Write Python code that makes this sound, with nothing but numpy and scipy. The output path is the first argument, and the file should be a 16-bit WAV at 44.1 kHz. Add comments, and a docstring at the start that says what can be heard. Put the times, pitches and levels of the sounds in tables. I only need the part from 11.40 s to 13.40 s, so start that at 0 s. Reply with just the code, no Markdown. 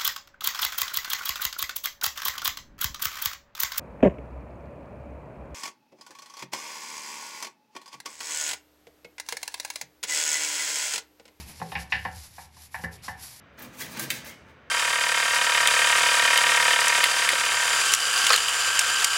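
"""A stiff bristle brush scrubs quickly to and fro in a wet porcelain toilet bowl, heard from close above.
It opens mid-stroke; each stroke is a swish of flicking bristles that dies away as the hand turns round.
From 0.2 s the plastic head knocks on the porcelain: the hollow bowl booms and the small hard room rings.
Around 1 s the knocks thin out and soften under the scrubbing. They come back harder from 1.3 to 1.7 s,
and one long swish is fading as the sound ends at 2 s."""
import sys
import numpy as np
from scipy import signal
from scipy.fft import rfft, irfft
from scipy.io import wavfile
from scipy.ndimage import uniform_filter1d

SR = 44100
rng = np.random.default_rng(int(sys.argv[2]) if len(sys.argv) > 2 else 0)


def int16_out(signal):
    """Quantize to a 16-bit WAV file."""
    q = np.round(np.clip(np.atleast_2d(signal).T, -1, 1) * 32767)
    wavfile.write(sys.argv[1], SR, q.astype(np.int16))


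N = 88200
T = np.arange(N) / SR

# Room tone. Each row: frequency in Hz, relative level in dB.
AIR_SPECTRUM = [(20, 46), (50, -28.5), (100, 26.5), (250, -42.5), (1000, -43.5), (4000, -86), (15000, -30)]
# The bowl's boom under the rubbing. Each row: time in seconds, level in dB.
BOOM_ENVELOPE = [(0, -45), (.06, -47), (.1, -59), (.22, -49), (.3, -65), (.43, -42.5), (.52, -57.5),
                 (.78, -41.5), (.88, -62), (1.1, -55), (1.25, -56.5), (1.6, -71), (1.78, -48), (1.88, -71),
                 (2, -70)]
# The dull rub of the head. Each row: time in seconds, level in dB.
RUB_ENVELOPE = [(0, -43), (.05, -53.5), (.1, -47), (.17, -56.5), (.45, -52), (.9, -61), (1.12, -61.5),
                (1.18, -60), (1.23, -63), (1.32, -61), (1.62, -53), (1.66, -57), (1.75, -53.5), (2, -60.5)]
# Tone of that rub. Each row: frequency in Hz, relative level in dB.
RUB_SPECTRUM = [(60, -14), (120, 4.5), (300, -10.5), (600, -15.5), (900, -11.5), (1400, -22), (2300, -11),
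                (4000, -24), (10000, -48)]
# Faint groans after dull knocks. Each row: start in seconds, length in seconds, level in dB.
GROANS = [(.23, 0.092, -51.5), (1.47, 0.11, -60.5)]
# Modes of bowl and head, one entry each: pitch in Hz, relative level in dB, seconds to fall 60 dB.
MODE_HZ = [76, 102, 169.5, 222, 484, 530, 758, 808, 855, 916, 958, 1072, 1356, 1489, 1740, 1900, 2022, 2298,
           2488, 2637, 2866, 3701]
MODE_DB = [13, 1, 5, -4, -12, -5, -1, 1.5, -8.5, -6.5, -37.5, 5, -15.5, -14.5, 7.5, 6, 4, -0.5, 3, -18,
           -14.5, -13]
MODE_T60_S = [0.4, 0.54, 0.39, .25, 0.47, 0.35, 0.38, 0.1, 0.16, 0.26, 0.43, 0.065, 0.62, 0.6, 0.16, 0.1,
              0.23, 0.23, 0.12, 0.14, 0.4, 0.2]
# The head's dense rattle inside the bowl. Each row: frequency in Hz, relative level in dB.
CLATTER_SPECTRUM = [(60, -34), (130, 6.5), (230, 5.5), (350, 1), (520, 4), (660, -3), (800, 13.5),
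                    (1080, 5.5), (1300, -11), (1780, 22.5), (2020, -3.5), (2170, 1), (2350, -4),
                    (2900, -1.5), (3400, -13), (5000, -13.5), (8000, -44)]
# Plastic on porcelain. Each row: start in seconds, loss factor added by the brush staying on the bowl,
# then the levels in dB of six registers: boom, hollow thud, low clunk, clack, crack, sharp tick.
KNOCKS = [(0.199, 0.0026, -82, -46, -49.5, -58, -61, -53.5),
          (0.215, 0.0033, -73, -37, -32.5, -43.5, -54, -53.5),
          (0.3185, 0.00041, -51, -45.5, -37.5, -47, -70, -43),
          (0.3524, 0.00093, -44.5, -42, -34.5, -34, -32, -39),
          (0.5216, 0.00029, -43, -50.5, -34.5, -26.5, -27, -30),
          (0.554, 0.0022, -48, -51.5, -46.5, -44, -44.5, -39.5),
          (0.6505, 0.0011, -58, -41.5, -31, -32, -44.5, -45),
          (.981, 0.00017, -78, -58.5, -43, -49.5, -57, -82),
          (1.167, 0.00067, -85, -68, -55.5, -65, -78, -73),
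          (1.3432, 0.00033, -48.5, -63, -36.5, -35, -42.5, -51.5),
          (1.387, 0.0018, -56.5, -49, -69, -62, -60, -57),
          (1.4375, 0.0017, -41.5, -37.5, -42.5, -31, -54, -48.5),
          (1.6798, 0.00066, -43.5, -47.5, -35.5, -36, -53, -49)]
# The edges of those registers in Hz, low to high.
REGISTER_EDGES_HZ = [55, 125, 640, 1300, 2150, 2750, 5800]
# Tone of the bristles. Each row: frequency in Hz, relative level in dB.
SWISH_SPECTRUM = [(100, -14.5), (350, -18.5), (600, -8), (850, -2), (1300, -6), (1900, -2), (3000, -5),
                  (4200, 1.5), (5500, 3.5), (6500, -1), (7500, 1.5), (8400, -3.5), (9400, 2), (11300, 7),
                  (12200, 0.5), (13300, -3.5), (15500, -9)]
# Brush strokes. Each row: start in seconds, end in seconds, fastest point as a share of the stroke,
# level in dB, fizz in dB relative to that level.
STROKES = [(-.06, 0.069, 0.31, -40.5, -7), (0.041, 0.143, 0.56, -46.5, -1), (0.01, 0.41, 0.46, -48.5, -8.5),
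           (0.29, 0.37, 0.37, -48.5, -2.5), (0.338, 0.45, 0.73, -42.5, -9),
           (0.492, 0.604, 0.19, -45, -15.5), (0.527, 0.777, 0.32, -51, -5.5), (0.665, 0.907, 0.73, -44, -6),
           (0.858, 1.092, 0.62, -48, -5.5), (1.095, 1.228, 0.67, -52.5, -8), (1.173, 1.287, 0.69, -47, -3),
           (1.3, 1.45, 0.32, -51, -1.5), (1.382, 1.475, 0.68, -46.5, -5), (1.503, 1.578, 0.56, -46, -4.5),
           (1.615, 1.699, .52, -38.5, -10.5), (1.671, 1.742, 0.29, -43.5, -7),
           (1.759, 2.106, 0.24, -44, -4.5), (1.812, 1.887, 0.31, -42, -1.5)]


def amp(db):
    """Decibels to gain."""
    return 10 ** (np.asarray(db) / 20)


def unit(x):
    """Scales to rms 1."""
    return x / np.sqrt(np.mean(x ** 2) + 1e-20)


def add(mix, start_s, sound):
    """Drops a sound into the mix."""
    part = mix[round(start_s * SR):][:len(sound)]
    part += sound[:len(part)]


def colour(x, points):
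    """Equalises a sound along (Hz, dB) points, at rms 1."""
    hz, db = np.transpose(points)
    f = np.fft.rfftfreq(len(x), 1 / SR)
    gain = amp(np.interp(np.log(f + 1), np.log(hz), db))
    return unit(irfft(rfft(x) * gain, len(x)))


def envelope(points):
    """Gain over time from (s, dB) points."""
    return amp(np.interp(T, *np.transpose(points)))


def fade(t, t60):
    """Dies away by 60 dB in t60 seconds."""
    return np.exp(-np.log(1000) * t / t60)


def room_air():
    """A quiet bed of low rumble."""
    return amp(-71.5) * colour(rng.standard_normal(N), AIR_SPECTRUM)


def room_reverb(x):
    """The short tail thrown back by the tiles of a small room."""
    t = np.arange(SR // 2) / SR
    tail = rng.standard_normal(len(t)) * fade(t, t60=0.37) * (t > .004)
    return signal.fftconvolve(x, tail / np.linalg.norm(tail))[:N]


def groan(length_s, db, from_hz=540, to_hz=375):
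    """A soft, wavering tone that glides down."""
    progress = np.linspace(0, 1, round(length_s * SR))
    waver = unit(uniform_filter1d(rng.standard_normal(len(progress)), size=200))
    hz = from_hz * (to_hz / from_hz) ** progress * (1 + 0.051 * waver)
    swell = np.sqrt(abs(np.sin(np.pi * progress)))
    return amp(db) * swell * np.sin(2 * np.pi * np.cumsum(hz) / SR)


def rubbing(boom_hz=78, width_hz=8.2):
    """The dragging head gives a dull rub and keeps the bowl's lowest resonance going."""
    f = np.fft.fftfreq(N, 1 / SR)
    resonance = np.exp(-.5 * ((f - boom_hz) / width_hz) ** 2)
    wander = np.fft.ifft(np.fft.fft(rng.standard_normal(N)) * resonance)
    boom = unit(wander.real / np.sqrt(abs(wander)))  # compressed for a steadier boom
    rub = colour(rng.standard_normal(N), RUB_SPECTRUM)
    return boom * envelope(BOOM_ENVELOPE) + rub * envelope(RUB_ENVELOPE)


def bowl_ring(t, scatter_db=2, detune_hz=8.9, rise_cycles=0.62):
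    """Bowl and head ring; each blow lands elsewhere and loads the modes a little differently."""
    ring = np.zeros(len(t))
    for hz, db, t60 in zip(MODE_HZ, MODE_DB, MODE_T60_S):
        strength, detune, phase = rng.uniform(-1.01, 1, 3)
        decay = fade(t, t60) + amp(-7.5) * fade(t, t60=0.038)  # ring plus a short direct punch
        rise = 1 - np.exp(-t * hz / rise_cycles)  # the bass blooms last
        pitch = hz + detune * min(detune_hz, 0.015 * hz)
        tone = np.sin(np.pi * (2 * pitch * t + phase))
        ring += amp(db + scatter_db * strength) * rise * decay * tone
    return ring


def clatter(t, hold_s=0.01):
    """The head rattles in the bowl: a tight burst of noise with an echoing tail."""
    burst = fade(np.maximum(t - hold_s, 0), t60=0.024)
    echo = amp(2.5) * fade(t, t60=0.39)
    return colour(rng.standard_normal(len(t)), CLATTER_SPECTRUM) * (burst + echo)


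def knock(loss, register_dbs, attack_s=.016):
    """One blow of ring and clatter; where it lands weights the registers, a resting brush damps them."""
    t = np.arange(SR) / SR
    attack = round(attack_s * SR)
    ring, rattle = bowl_ring(t), clatter(t)
    blow = ring / np.std(ring[:attack]) + amp(-1) * rattle / np.std(rattle[:attack])
    out = np.zeros(SR)
    for lo, hi, db in zip(REGISTER_EDGES_HZ, REGISTER_EDGES_HZ[1:], register_dbs):
        band = signal.sosfilt(signal.butter(4, [lo, hi], "band", fs=SR, output="sos"), blow)
        band *= np.exp(-np.pi * loss * np.sqrt(lo * hi) * t)  # the highs choke first
        peak_rms = np.sqrt(uniform_filter1d(band ** 2, attack, mode="constant").max())
        out += amp(db) * band / peak_rms
    return out


def bristles(flicks_per_s=9000, spread_db=2, fizz_hz=7600, flutter_db=1.5, flutter_s=0.013):
    """Thousands of tiny flicks, louder as the stroke speeds up, catching and slipping in clumps."""
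    body_power, fizz_power = np.zeros(N), np.zeros(N)
    for start, end, fastest, db, fizz_db in STROKES:
        peak = start + fastest * (end - start)
        speed = np.sin(np.pi * np.interp(T, [start, peak, end], [0, .5, 1]))
        power = (amp(db) * abs(speed) ** 1.49) ** 2
        body_power += power
        fizz_power += power * amp(fizz_db) ** 2
    sizes = amp(spread_db * np.minimum(rng.exponential(1, N), 4))
    clicks = sizes * rng.choice([-1, 1], N) * (rng.random(N) < flicks_per_s / SR)
    flicks = colour(clicks, SWISH_SPECTRUM)
    body = signal.sosfiltfilt(signal.butter(2, fizz_hz, fs=SR, output="sos"), flicks)
    fizz = flicks - body
    clumps = unit(uniform_filter1d(rng.standard_normal(N), round(flutter_s * SR)))
    return amp(flutter_db * clumps) * (body * np.sqrt(body_power) + fizz * np.sqrt(fizz_power))


def scene():
    """Rubbing, groans, knocks and swishes over quiet room air, in mono."""
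    hits = np.zeros(N)
    for start_s, loss, *register_dbs in KNOCKS:
        add(hits, start_s, knock(loss, register_dbs))
    for start_s, length_s, db in GROANS:
        add(hits, start_s, groan(length_s, db))
    swish = bristles()
    return (room_air() + amp(-10.5) * room_reverb(swish) + rubbing() + hits + swish)[None]


def record(dry, cutoff_hz=15200):
    """A steep low-pass trims the very top of the fizz."""
    lowpass = signal.firwin(701, cutoff_hz, window=("kaiser", 9), fs=SR)
    return signal.oaconvolve(dry, lowpass[None], "same")


dry = scene()
out = record(dry)
int16_out(out)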